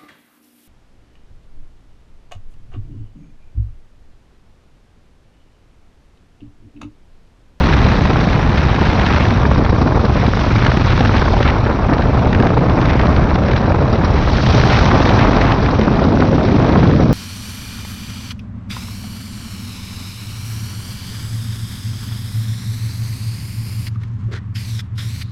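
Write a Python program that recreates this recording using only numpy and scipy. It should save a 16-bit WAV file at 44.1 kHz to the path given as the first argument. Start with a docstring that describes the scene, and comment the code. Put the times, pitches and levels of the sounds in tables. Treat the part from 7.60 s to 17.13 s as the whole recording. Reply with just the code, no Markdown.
"""Propeller wash buffets a microphone in the open cockpit of a biplane taxiing over grass.
Large eddies rumble and thump; small ones tear, spit and crackle. The microphone port rushes and hisses
facing the stream and roars side-on. Underneath, a four-cylinder engine clatters and drones at idle,
then speeds up near 7 s. Pressure peaks overload the microphone in ticks; a limiter ducks loud buffets."""
import sys
import numpy as np
from scipy import signal
from scipy.fft import rfft, irfft, next_fast_len
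from scipy.io import wavfile
from scipy.ndimage import uniform_filter1d, minimum_filter1d

SR = 44100
rng = np.random.default_rng(int(sys.argv[2]) if len(sys.argv) > 2 else 0)


def pcm_store(signal):
    """Save signal as 16-bit PCM."""
    levels = np.round(np.clip(np.atleast_2d(signal), -1, 1) * 32767)
    wavfile.write(sys.argv[1], SR, levels.astype(np.int16).T)


N = 420273
TIME_S = np.arange(N) / SR
EDDY_LENGTH_S = 0.016

# Levels are relative and lengths nominal: the functions offset and stretch them.
# air at the microphone (time [s], rumble [dB], tearing [dB], rush [dB])
WIND_LEVELS = [(0.0, -12.5, -21, -24.5), (0.9, -15.5, -21, -29), (1.6, -14.5, -19, -24),
               (1.9, -13.5, -21.5, -32.5), (2.35, -13.5, -19, -37.5), (2.75, -16, -22.5, -29),
               (3.3, -14, -20.5, -28), (3.6, -13.5, -19.5, -28.5), (4.15, -18.5, -20.5, -34),
               (5.0, -12.5, -20.5, -33.5), (5.3, -14, -18.5, -33), (6.3, -15, -22, -34.5),
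               (6.65, -15, -20.5, -28.5), (7.15, -13, -16.5, -30), (7.7, -14.5, -14, -28),
               (8.15, -16, -20, -34.5), (8.8, -12.7, -26, -32.5), (9.1, -12, -19, -29.5),
               (9.37, -10.5, -25.5, -33), (9.53, -13.5, -26, -37)]
# faster wash, smaller eddies (time [s], fast rumble share [0-1])
FAST_SHARE = [(0, 0.19), (0.65, 0.4), (1.0, 0.02), (4.2, 0.08), (5.1, 0.38), (6.2, 0.2), (6.7, 0.19),
              (8.0, 0), (8.3, 0.7), (9.53, 0.95)]
# break-up of the wash into separate eddies (time [s], strength [dB])
EDDY_STRENGTH = [(0, -4.5), (1.6, -6.5), (2.0, 3.5), (2.9, 2.5), (3.5, 1), (4.3, -1.5), (5, -2.5),
                 (6.4, 0.5), (7.1, -2), (7.7, -1.5), (8.5, -0.5), (9.53, 2.5)]
# vortices shed by the camera body (time [s], centre [Hz], level re rumble [dB])
VORTEX_SHEDDING = [(0, 69.4, -15.5), (2, 74.4, -28.5), (2.6, 112, -1.5), (3.2, 118.4, -7.5),
                   (3.6, 78.3, -0.5), (4.5, 85.4, -2.5), (5.4, 74, -8), (6.4, 89, -4.5), (6.8, 108, -3.5),
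                   (7.3, 113.4, -9), (7.8, 90.3, -31.5), (8.2, 208, -11), (8.5, 216, -3), (9, 204.4, -12.5),
                   (9.53, 232.5, -14.5)]
# port side-on to the stream (time [s], centre [Hz], level [dB])
SIDE_ROAR = [(0, 446, -34), (1.6, 543, -41), (2.0, 568, -35), (2.4, 526, -21), (2.7, 607, -38),
             (3.6, 698, -49), (4.3, 485, -28.5), (5.0, 607, -22.5), (5.3, 595, -35.5), (5.7, 575, -31),
             (6.35, 483, -23), (6.7, 507, -49), (8.1, 444, -27), (8.75, 516, -21), (8.95, 322, -25),
             (9.15, 385, -29), (9.35, 300, -23), (9.53, 303, -22.5)]
# hiss facing the stream; crackle at the port's edge (time [s], level [dB])
HISS_LEVEL = [(0, -41), (1.6, -46.5), (2, -45), (2.8, -38.5), (3.8, -38.5), (4.1, -53), (6.4, -50.5),
              (6.8, -32.5), (7.15, -29), (7.38, -35.5), (7.49, -31.5), (7.62, -39), (8, -43), (9.53, -43)]
CRACKLE_LEVEL = [(0, -30), (0.9, -31.5), (1.6, -33.5), (2.2, -43), (2.7, -36.5), (3.3, -32.5), (3.6, -38),
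                 (4.1, -42), (5.1, -40), (5.3, -28.5), (5.6, -37), (6.5, -43), (7.1, -28), (7.8, -32.5),
                 (8.3, -38), (9.53, -46)]
# heaviest eddies (time [s], level [dB], length [s], spray share [0-1])
HEAVY_EDDIES = [(0.022, -19, 0.076, 0.6), (0.257, -13.5, 0.016, 0.05), (0.51, -12.5, 0.025, 0.2),
                (0.56, -12, 0.0072, 0.55), (0.676, -12.5, 0.026, 0.05), (1.098, -14, 0.0067, 0.1),
                (1.221, -8.5, 0.012, 0), (1.334, -13.5, 0.014, 0.1), (1.854, -9.5, 0.0097, 0.4),
                (1.916, -13, 0.011, 0.2), (1.961, -9, 0.0052, 0.2), (1.992, -12.5, 0.041, 0.14),
                (2.064, -10, 0.004, 0.4), (2.093, -13, 0.0047, 0.4), (2.13, -4, 0.01, 0.02),
                (2.163, -15, 0.0081, 0.4), (2.22, -8, 0.023, 0), (2.264, -11, 0.022, 0.05),
                (2.276, -12.5, 0.01, 0.3), (2.311, -18, 0.0034, 0.5), (2.325, -10, 0.0065, 0.2),
                (2.35, -15, 0.012, 0), (2.395, -14, 0.0032, 0.3), (2.44, -11.5, 0.025, 0),
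                (2.464, -13.5, 0.02, 0), (2.683, -6, 0.0093, 0), (2.736, -11, 0.0057, 0.55),
                (2.773, -12.5, 0.0019, 0.8), (2.846, -14, 0.015, 0.6), (2.872, -13, 0.02, 0.16),
                (2.91, -13, 0.02, 0.3), (3.066, -11, 0.013, 0.5), (3.121, -10.5, 0.0035, 0.6),
                (3.176, -11.5, 0.017, 0), (3.248, -18, 0.0077, 0.7), (3.38, -13.5, 0.0077, 0.4),
                (3.389, -23, 0.0071, 0), (3.41, -7, 0.013, 0.03), (3.457, -16.5, 0.016, 0.7),
                (3.496, -5, 0.0062, 0.4), (3.552, -13, 0.03, 0.9), (3.625, -9, 0.013, 0.4),
                (3.683, -14.5, 0.013, 0.8), (3.708, -12, 0.01, 0.05), (3.769, -12.5, 0.0086, 0.1),
                (3.807, -10.5, 0.012, 0.1), (4.066, -12.5, 0.016, 0.4), (4.102, -14, 0.041, 0.2),
                (4.294, -10.5, 0.017, 0.14), (4.328, -9, 0.032, 0.18), (4.4, -12.5, 0.016, 0.05),
                (4.806, -10.5, 0.028, 0), (4.906, -11.5, 0.0056, 0.4), (4.979, -17.5, 0.028, 0.2),
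                (5.178, -14, 0.012, 0.4), (5.356, -8, 0.0079, 0), (5.437, -8.5, 0.016, 0),
                (5.76, -15, 0.0093, 0.9), (5.781, -13.5, 0.0068, 0.1), (5.824, -11, 0.013, 0),
                (6.082, -12, 0.011, 0.05), (6.104, -9, 0.012, 0.02), (6.121, -14.5, 0.0072, 1),
                (6.148, -11.5, 0.015, 0.12), (6.218, -13.5, 0.026, 0.08), (6.339, -14, 0.042, 0),
                (6.392, -13.5, 0.02, 0.05), (6.415, -18, 0.016, 0.9), (6.677, -14, 0.009, 0.5),
                (6.95, -12, 0.026, 0.1), (7.038, -13, 0.0086, 1), (7.315, -10.5, 0.015, 0.9),
                (7.345, -10, 0.049, 0.08), (7.648, -16, 0.067, 0.05), (7.692, -11, 0.012, 0),
                (8.09, -20, 0.0066, 0.8), (8.192, -6, 0.017, 0), (8.282, -9.5, 0.02, 0.18),
                (8.394, -12, 0.01, 0.7), (8.457, -13, 0.019, 0.11), (8.574, -13.5, 0.0054, 0.6),
                (8.6, -8, 0.013, 0), (8.624, -13.5, 0.021, 0.5), (8.688, -20, 0.0039, 0.3),
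                (8.736, -12.5, 0.042, 0.05), (8.783, -16, 0.007, 0.5), (8.894, -15, 0.027, 0.04),
                (8.948, -9, 0.011, 0), (8.985, -16, 0.0093, 0.4), (9.159, -13.5, 0.019, 0.5),
                (9.231, -5.5, 0.011, 0.08), (9.397, -10, 0.016, 0)]
# sharpest cracks of air; overloading pressure peaks (time [s], level [dB], length [s])
SHARP_CRACKS = [(0.288, -22.5, 0.005), (0.732, -23, 0.0048), (0.931, -24, 0.0043), (0.981, -23, 0.012),
                (1.254, -23.5, 0.006), (1.398, -22, 0.005), (1.466, -23, 0.006), (1.547, -25, 0.005),
                (1.563, -23, 0.005), (2.051, -24.5, 0.005), (2.667, -25, 0.0087), (2.964, -22.5, 0.0033),
                (3.05, -22.5, 0.004), (3.067, -17, 0.0055), (3.118, -20.5, 0.0022), (3.173, -19, 0.0034),
                (3.378, -23, 0.0042), (3.395, -22, 0.0036), (3.409, -16.5, 0.0031), (3.451, -21.5, 0.0041),
                (3.459, -21, 0.0017), (3.569, -21, 0.0084), (3.583, -19.5, 0.004), (3.618, -22.5, 0.0033),
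                (3.627, -21.5, 0.0034), (3.83, -21, 0.0077), (4.335, -26.5, 0.0046), (4.384, -26, 0.0055),
                (4.423, -26.5, 0.0056), (4.731, -20.5, 0.0039), (4.75, -22.5, 0.0035), (4.802, -23, 0.003),
                (4.826, -22.5, 0.0036), (4.871, -24, 0.006), (5.098, -28, 0.0042), (5.216, -25, 0.0073),
                (5.258, -20, 0.0046), (5.301, -26.5, 0.008), (5.397, -22, 0.0048), (5.415, -25.5, 0.007),
                (5.47, -25, 0.0046), (5.565, -22.5, 0.0048), (5.708, -26.5, 0.0034), (5.757, -24.5, 0.0039),
                (5.885, -27, 0.0062), (5.916, -25, 0.008), (5.935, -25, 0.005), (5.966, -24, 0.0065),
                (6.785, -26, 0.0037), (6.865, -25.5, 0.005), (7.015, -16, 0.0023), (7.19, -21.5, 0.0067),
                (7.495, -20, 0.0067), (7.456, -20.5, 0.0057), (7.593, -19, 0.0045), (7.816, -23, 0.0072),
                (7.922, -19.5, 0.0057), (8.063, -22, 0.0029), (8.214, -20, 0.0035), (8.397, -25, 0.0051)]
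PRESSURE_PEAKS = [(1.918, -53, 0.0022), (2.773, -59, 0.001), (3.052, -53.5, 0.0011), (3.174, -43.5, 0.001),
                  (3.447, -46, 0.0018), (3.877, -55.5, 0.002), (4.799, -48.5, 0.001), (6.926, -60.5, 0.001),
                  (7.06, -51.5, 0.003), (7.125, -49.5, 0.001), (7.132, -42, 0.002), (7.19, -46, 0.012),
                  (7.305, -45, 0.008), (7.368, -51, 0.002), (7.525, -44.5, 0.0017), (7.824, -47.5, 0.001)]
# gusts across the port (time [s], level [dB], length [s], centre [Hz])
GUST_SWEEPS = [(2.582, -27.5, 0.1, 1690), (3.302, -26.5, 0.066, 2300), (3.565, -28, 0.06, 2500),
               (3.877, -21, 0.063, 1800), (5.343, -33.5, 0.24, 1800), (7.142, -22, 0.075, 1900),
               (7.616, -23, 0.066, 1900), (7.87, -29, 0.14, 1700)]

# engine speed (time [s], firing rate [Hz])
FIRING_RATE = [(0.0, 32.95), (0.8, 34.92), (1.6, 33.52), (2.2, 33.98), (2.8, 34.2), (3.5, 33.68),
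               (4.2, 33.87), (4.8, 34.14), (5.4, 34.13), (6.0, 34.22), (6.6, 33.71), (7.0, 39.71),
               (7.5, 49.76), (8.0, 48.3), (8.7, 48.65), (9.53, 48.72)]
# cylinders in firing order (clack strength [dB])
CYLINDER_DB = [-10, -3.5, 0.5, 8.5]
# valve and casing clatter (time [s], level [dB])
CLATTER_LEVEL = [(0, -56), (1.7, -35.5), (2.2, -32.5), (2.8, -43), (4.2, -38.5), (5.2, -46.5), (6.5, -32.5),
                 (7.5, -41), (8.2, -35), (9.53, -42.5)]
# exhaust and propeller harmonics (order [x crank rate], level [dB])
CRANK_ORDERS = [(1, -55.5), (2, -34), (3, -43), (4, -29), (5, -46), (6, -42.5), (7, -48), (9, -38.5),
                (11, -37.5)]

# spectra of the air noises, engine metal and overload ticks (frequency [Hz], density [dB])
SLOW_RUMBLE_SPECTRUM = [(8, -27.5), (18, -21.5), (30, -7), (45, 2.5), (60, 0), (75, 3), (95, -2.5),
                        (120, 2), (155, -4.5), (220, -5.5), (320, -13), (500, -29.5), (1200, -69),
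                        (6000, -120)]
FAST_RUMBLE_SPECTRUM = [(10, -27), (38, -19), (52, -6), (75, -3), (120, -3), (150, -0.5), (220, -6.5),
                        (300, -8), (420, -14.5), (700, -20), (1500, -82), (6000, -120)]
TEARING_SPECTRUM = [(60, -49), (200, -2.5), (400, -0.5), (700, 0), (1000, -1.5), (1400, -7.5),
                    (2000, -18.5), (2500, -19.5), (3200, -41.5), (5800, -33.5), (7200, -60.5),
                    (11000, -73.5)]
RUSH_SPECTRUM = [(400, -17.5), (900, 5), (1500, 4), (2400, 1.5), (3000, -4), (3900, -2.5), (4800, -11),
                 (5800, -14), (6400, -22.5), (7100, -30.5), (8500, -38.5), (11000, -68.5)]
HISS_SPECTRUM = [(1500, -8), (3000, 3.5), (4000, 4), (5700, -1), (6300, -10), (7100, -26), (8600, -32),
                 (11000, -56), (13000, -68)]
ROAR_SPECTRUM = [(100, -10), (260, -1.5), (800, -5), (1300, -7), (2500, -30), (6000, -92.5)]
PUSH_SPECTRUM = [(50, -23.5), (130, 3), (240, 7), (450, -2), (700, -12.5), (1000, -27), (1600, -39.5),
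                 (4000, -61), (8000, -100)]
SPRAY_SPECTRUM = [(300, 2.5), (750, 3.5), (1000, 4.5), (1400, 3.5), (2000, -7), (2500, -10), (3100, -26.5),
                  (4000, -28.5), (5800, -36.5), (7200, -59), (11000, -81)]
SPIT_SPECTRUM = [(700, -12.5), (1600, 16.5), (2500, 7.5), (3200, 3.5), (4000, 2.5), (5700, -8.5),
                 (6400, -14.5), (7200, -32.5), (8600, -40), (11000, -55)]
CRACKLE_SPECTRUM = [(500, -15), (1100, 2), (1700, 3.5), (2500, -0.5), (3200, -7.5), (4000, -12.5),
                    (5800, -16.5), (7200, -42.5), (8600, -45.5), (11000, -71)]
METAL_SPECTRUM = [(300, -1.5), (1200, 22), (2300, 10), (3000, 3.5), (3500, 2.5), (3900, 11.5), (4400, 1.5),
                  (4750, 7.5), (5100, 2), (5700, 6), (6200, -26.5), (7100, -38.5), (8600, -28.5),
                  (11000, -54.5)]
TICK_SPECTRUM = [(1500, -21), (6000, 3.5), (9000, -3), (11000, -14), (12700, -19), (14500, -39)]


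def wash(flow):
    """Propeller stream at the port. One swirl drives all small eddies; lulls spare the hiss."""
    low = rumble()
    swirl = flutter(23.3, 76.4)
    # the rush dips half as many dB in a lull
    air = flow * (low + tearing(swirl)) + np.sqrt(flow) * rush(swirl) + hiss(swirl)
    return patchy(air + flow * roar())


def rumble(gain_db=0.4, shed_width_hz=45):
    """Large eddies, plus a narrow band of vortex shedding."""
    fast = np.clip(curves(FAST_SHARE)[0], 0, 1)
    shed_hz, shed_db = curves(VORTEX_SHEDDING)
    air = np.sqrt(1 - fast) * noise(SLOW_RUMBLE_SPECTRUM) + np.sqrt(fast) * noise(FAST_RUMBLE_SPECTRUM)
    vortices = amp(shed_db) * resonate(rng.standard_normal(N), shed_hz, shed_width_hz)
    return amp(curves(WIND_LEVELS)[0] + gain_db) * steadied(air + vortices)


def tearing(swirl, gain_db=-2.5, swirl_db=1.0):
    """Small eddies tear across the port in spurts."""
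    air = ragged(TEARING_SPECTRUM, grain_db=2, pop_share=0.31)
    return amp(curves(WIND_LEVELS)[1] + gain_db) * unit(amp(swirl_db * swirl)) * air


def rush(swirl, gain_db=-2.5, swirl_db=1.0, flicker_db=1.05):
    """Bright air carried by the swirl, with a flicker of its own."""
    flicker = unit(amp(swirl_db * swirl + flicker_db * flutter(2.3, 60)))
    air = ragged(RUSH_SPECTRUM, grain_db=2, pop_share=0.041)
    return amp(curves(WIND_LEVELS)[2] + gain_db) * flicker * air


def hiss(swirl, swirl_db=1.8):
    """Fine hiss of the port facing the stream."""
    air = ragged(HISS_SPECTRUM, grain_db=2, pop_share=0.25)
    return amp(curves(HISS_LEVEL)[0]) * unit(amp(swirl_db * swirl)) * air


def roar(width_hz=560, waver_oct=0.15, swirl_db=3.5):
    """Wind across the side of the port: a hollow resonance, wavering in centre and level."""
    centre_hz, level_db = curves(SIDE_ROAR)
    centre_hz = centre_hz * 2 ** (waver_oct * flutter(8.2, 25))
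    surge = amp(swirl_db * flutter(4.8, 60))
    return amp(level_db) * unit(surge * resonate(noise(ROAR_SPECTRUM), centre_hz, width_hz))


def buffets(gain_db=-3, slap_db=-6.5, hollow_db=-8, scatter_oct=0.25, fall_oct=0.2):
    """Each eddy: dull push, sinking hollow note, spray of smaller eddies, slap of its core."""
    out, cores = np.zeros((2, N))
    signs, detune = rng.choice([-1, 1], N), rng.uniform(-0.98, 1, N)
    push_air, hollow_air = noise(PUSH_SPECTRUM), noise(ROAR_SPECTRUM)
    spray_air = ragged(SPRAY_SPECTRUM, grain_db=0, pop_share=0.61)
    roar_hz = curves(SIDE_ROAR)[0]
    for time_s, level_db, length_s, spray_share in list(HEAVY_EDDIES) + lesser_eddies():
        i = int(time_s * SR)
        near, bump = swell(time_s, 0.85 * length_s, steepness=4)
        spray_share = np.clip(spray_share, 0.02, 0.98)
        shift_oct = scatter_oct * detune[i] + fall_oct * (time_s - TIME_S[near]) / length_s
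        hollow = amp(hollow_db) * resonate(hollow_air[near], roar_hz[i] * 2 ** shift_oct, width_hz=520)
        push = np.sqrt(1 - spray_share) * burst(bump, push_air[near] + hollow)
        spray = np.sqrt(spray_share) * burst(bump, spray_air[near])
        out[near] += amp(level_db + gain_db) * (push + spray)
        # one pulse, capped: long eddies spread their energy out
        core_s = min(length_s, EDDY_LENGTH_S / 2)
        cores[i] = amp(level_db + slap_db) * np.sqrt(spray_share * core_s * SR)
    return out + cores.std() * colour(signs * cores, SPRAY_SPECTRUM)


def lesser_eddies(push_db=1.5, push_spread_db=2.5, spray_db=6.5, spray_spread_db=2.0, short_db=4.0,
                  length_spread=0.44, jitter_turns=0.18, breakup=0.36, clearance_s=0.022):
    """One eddy per propeller turn, except near heavy ones; short ones hit harder. Rows as HEAVY_EDDIES."""
    turns = np.cumsum(curves(FIRING_RATE)[0] / 2) / SR
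    _, tear_db, rush_db = curves(WIND_LEVELS)
    strength_db = curves(EDDY_STRENGTH)[0]
    tear_db = tear_db - breakup * (rush_db - rush_db.mean())  # strong rush breaks up the push
    heavy_s = np.array(HEAVY_EDDIES)[:, 0]
    draws = np.clip(rng.standard_normal((int(turns[-1]), 4)), -2, 1.4)
    rows = []
    for turn, (late, size, stretch, bright) in enumerate(draws):
        i = min(np.searchsorted(turns, turn + 0.5 + jitter_turns * late), N - 1)
        push = amp(tear_db[i] + push_db + push_spread_db * size)
        spray = amp(rush_db[i] + spray_db + spray_spread_db * bright)
        total = np.hypot(push, spray)
        level_db = 20 * np.log10(total) + strength_db[i] - short_db * length_spread * stretch
        length_s = EDDY_LENGTH_S * np.exp(length_spread * stretch)
        if abs(TIME_S[i] - heavy_s).min() > clearance_s:
            rows.append((TIME_S[i], level_db, length_s, (spray / total) ** 2))
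    return rows


def lulls(length_s=0.012, lead_s=0.0077, depth_db=2.5, stall_db=4.0, stall_threshold=0.48):
    """Flow gain: dips ahead of each heavy eddy, stalls at random in gusty wash."""
    gustiness = amp(curves(EDDY_STRENGTH)[0])
    dip_db = stall_db * gustiness * np.maximum(flutter(21.5, 36.5) - stall_threshold, 0)
    for time_s, _, eddy_s, _ in HEAVY_EDDIES:
        near, bump = swell(time_s - eddy_s / 2 - lead_s, length_s, steepness=2.1)
        dip_db[near] += depth_db * gustiness[near] * bump
    return amp(-dip_db)


def steadied(x, amount=0.29, smooth_s=0.055):
    """Evens out swells, so the rumble holds steady."""
    power = uniform_filter1d(x ** 2, size=int(smooth_s * SR) + 1)
    return unit(x / (abs(power) + 0.01) ** (amount / 2))


def patchy(x, depth_db=1.98, patch_s=0.012, patch_hz=1200, crossover_hz=450):
    """Eddy sizes come and go independently: bands above the rumble flutter separately."""
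    bin_hz, frame_s, spectra = signal.stft(x, SR, nperseg=256)
    field = rng.standard_normal(spectra.shape)
    field = uniform_filter1d(field, size=int(patch_s / frame_s[1]) + 1, axis=1)
    field = unit(uniform_filter1d(field, size=int(patch_hz / bin_hz[1]) + 1, axis=0))
    above_rumble = np.clip(bin_hz / crossover_hz - 0.5, 0, 1)[:, None]
    gain = amp(depth_db * above_rumble * np.clip(field, -2, 2))
    gain /= np.sqrt(np.mean(gain ** 2, axis=1, keepdims=True))
    return signal.istft(spectra * gain, SR, nperseg=256)[1][:N]


def spits(gain_db=0.5, snap_share=0.38, faint_count=190, faint_s=0.003, spread_db=4.5):
    """Sharp eddies crack across the port, part snap, part puff; random faint ones track the rush."""
    puffs, snaps = np.zeros((2, N))
    rush_db = curves(WIND_LEVELS)[2]
    faint = [(TIME_S[i], rush_db[i] + spread_db * rng.uniform(-1.9, 1), faint_s)
             for i in rng.integers(0, N, faint_count)]
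    for time_s, level_db, length_s in list(SHARP_CRACKS) + faint:
        near, bump = swell(time_s, 1.63 * length_s, steepness=4)
        puffs[near] += amp(level_db + gain_db) * bump
        snaps[int(time_s * SR)] = amp(level_db + gain_db) * np.sqrt(length_s * SR)
    cracks = np.sqrt(1 - snap_share) * puffs * rng.standard_normal(N) + np.sqrt(snap_share) * snaps
    return cracks.std() * colour(cracks, SPIT_SPECTRUM)


def gusts(fall_oct_per_s=3.7, width_hz=4500, grain_db=2.5):
    """Ragged whooshes, falling in pitch as the stream slides off the port."""
    out = np.zeros(N)
    air = ragged(RUSH_SPECTRUM, grain_db, pop_share=0.41)
    air += ragged(SPRAY_SPECTRUM, grain_db, pop_share=0.13)
    for time_s, level_db, length_s, centre_hz in GUST_SWEEPS:
        near, bump = swell(time_s, length_s, steepness=7)
        sweep_hz = centre_hz * 2 ** (fall_oct_per_s * (time_s - TIME_S[near]))
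        out[near] += amp(level_db) * bump * resonate(air[near], sweep_hz, width_hz)
    return out


def crackle(clump_db=4.0):
    """Tiny eddies pop in clumps at the port's edge."""
    clumps = pops(rate_hz=420, weakest=0.51) * amp(clump_db * flutter(24.9, 89.5))
    return amp(curves(CRACKLE_LEVEL)[0]) * colour(clumps, CRACKLE_SPECTRUM)


def engine_drone(speed_db_per_oct=5, waver_db=1.7, smear_turns=0.027):
    """Exhaust and propeller: crank harmonics, louder with speed; the wash wavers level and phase."""
    crank_hz = curves(FIRING_RATE)[0] / 2  # two firings a turn
    fast = np.clip(curves(FAST_SHARE)[0], 0, 1)
    turns = np.cumsum(crank_hz) / SR + smear_turns * fast * flutter(3, 8.5)
    tones = sum(amp(level_db) * np.sqrt(2) * np.cos(2 * np.pi * (order * turns + rng.random()))
                for order, level_db in CRANK_ORDERS)
    speed_db = speed_db_per_oct * np.log2(crank_hz / crank_hz[0])
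    return tones * amp(speed_db + waver_db * flutter(0.92, 6.5))


def engine_clatter(lag_strokes=0.15, rise_strokes=0.14, decay_strokes=0.25, uneven_db=5.5, whirr=0.43):
    """Each firing shakes valves and casing: a short clack over a steady mechanical whirr."""
    firings = np.cumsum(curves(FIRING_RATE)[0]) / SR + 1 - lag_strokes
    stroke, age = firings.astype(int), firings % 1
    cylinder = (stroke - 1) % len(CYLINDER_DB)
    strength_db = np.array(CYLINDER_DB)[cylinder] + uneven_db * rng.standard_normal(N)[stroke]
    clacks = amp(strength_db) * (1 - np.exp(-age / rise_strokes)) * np.exp(-age / decay_strokes)
    rattle = np.hypot(unit(clacks), whirr) * rng.standard_normal(N)
    return amp(curves(CLATTER_LEVEL)[0]) * colour(rattle, METAL_SPECTRUM)


def overloads(gain_db=16):
    """Pressure peaks overload the microphone: thin ticks, or rasps when longer."""
    ticks, fizz = np.zeros(N), rng.standard_normal(N)
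    for time_s, level_db, length_s in PRESSURE_PEAKS:
        near, bump = swell(time_s, length_s, steepness=2)
        ticks[near] += amp(level_db + gain_db) * burst(bump, fizz[near]) / np.linalg.norm(bump)
    return ticks.std() * colour(ticks, TICK_SPECTRUM)


def ragged(spectrum, grain_db, pop_share):
    """Noise grained by the smallest eddies, part of it single pressure pops."""
    grains = unit(amp(grain_db * flutter(90.5, 304)) * noise(spectrum))
    clicks = colour(pops(rate_hz=330, weakest=0.1), spectrum)
    return np.sqrt(1 - pop_share) * grains + np.sqrt(pop_share) * clicks


def pops(rate_hz, weakest):
    """Impulses of random sign, height and time."""
    return rng.choice([-1, 1], N) * rng.uniform(weakest, 1, N) * (rng.random(N) < rate_hz / SR)


def flutter(low_hz, high_hz):
    """Soft-clipped random modulation between two rates; rms 1."""
    coarse_s = TIME_S[::16]
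    size = len(coarse_s)
    bin_hz = np.fft.rfftfreq(size, 16 / SR)
    corners_hz = [low_hz / 2, low_hz, high_hz, high_hz * 2, high_hz * 10]
    gain = amp(np.interp(np.log(bin_hz + 1), np.log(corners_hz), [-20, 0, -5, -25, -100]))
    wander = unit(irfft(rfft(rng.standard_normal(size)) * gain, size))
    return unit(np.interp(TIME_S, coarse_s, np.tanh(wander / 2)))


def swell(time_s, length_s, steepness):
    """Sample slice and bump of height 1 around time_s."""
    near = slice(max(int((time_s - 2 * length_s) * SR), 0), max(int((time_s + 2 * length_s) * SR), 0))
    return near, np.exp(-abs(2 * (TIME_S[near] - time_s) / length_s) ** steepness)


def burst(bump, air):
    """Air windowed by a bump, scaled to the bump's energy."""
    return bump * air * np.sqrt(np.sum(bump ** 2) / (np.sum((bump * air) ** 2) + 1e-20))


def resonate(x, centre_hz, width_hz):
    """Moving resonance: shift to 0 Hz, two-pole low-pass, shift back; rms 1."""
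    carrier = np.exp(2j * np.pi * np.cumsum(centre_hz) / SR)
    pole = np.exp(-np.pi * width_hz / SR)
    return unit((carrier * signal.lfilter([1], [1, -2 * pole, pole * pole], x / carrier)).real)


def noise(spectrum):
    """Steady coloured noise; rms 1."""
    return colour(rng.standard_normal(N), spectrum)


def colour(x, spectrum):
    """Filters by a spectrum, silent above its last point; rms 1."""
    hz, db = np.transpose(spectrum)
    size = next_fast_len(N)
    bin_hz = np.fft.rfftfreq(size, 1 / SR)
    gain = amp(np.interp(np.log(bin_hz + 1), np.log(hz), db, right=-np.inf))
    return unit(irfft(rfft(x, size) * gain, size)[:N])


def curves(table):
    """Columns of a timed table, per sample."""
    times_s, *columns = np.transpose(table)
    return [np.interp(TIME_S, times_s, column) for column in columns]


def amp(db):
    """Decibels to gain."""
    return np.exp(np.asarray(db) * (np.log(10) / 20))


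def unit(x):
    """Scales to rms 1."""
    return x / np.sqrt(np.mean(x ** 2) + 1e-20)


def limiter(x, ceiling_db=-0.8, recovery_db_per_s=140):
    """Looks 1-2 ms ahead, ducks under each peak, recovers quickly."""
    over_db = np.maximum(20 * np.log10(abs(x) + 1e-9) - ceiling_db, 0)
    ramp_db = TIME_S * recovery_db_per_s
    duck_db = ramp_db - np.maximum.accumulate(over_db + ramp_db)
    held_db = minimum_filter1d(duck_db, size=129)
    return x * amp(uniform_filter1d(uniform_filter1d(held_db, size=65), size=65))


def scene():
    """Wash and engine at one microphone."""
    flow = lulls()
    air = wash(flow)
    engine = engine_clatter() + engine_drone()
    return (air + engine + buffets() + flow * crackle() + spits() + gusts() + overloads())[None]


def record(dry, input_db=2.0, cutoff_hz=14500):
    """Input gain, limiter, low-pass."""
    limited = limiter(amp(input_db) * dry[0])
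    low_pass = signal.firwin(511, cutoff_hz, window=("kaiser", 9), fs=SR)
    return signal.oaconvolve(limited, low_pass, "same")[None]


dry = scene()
out = record(dry)
pcm_store(out)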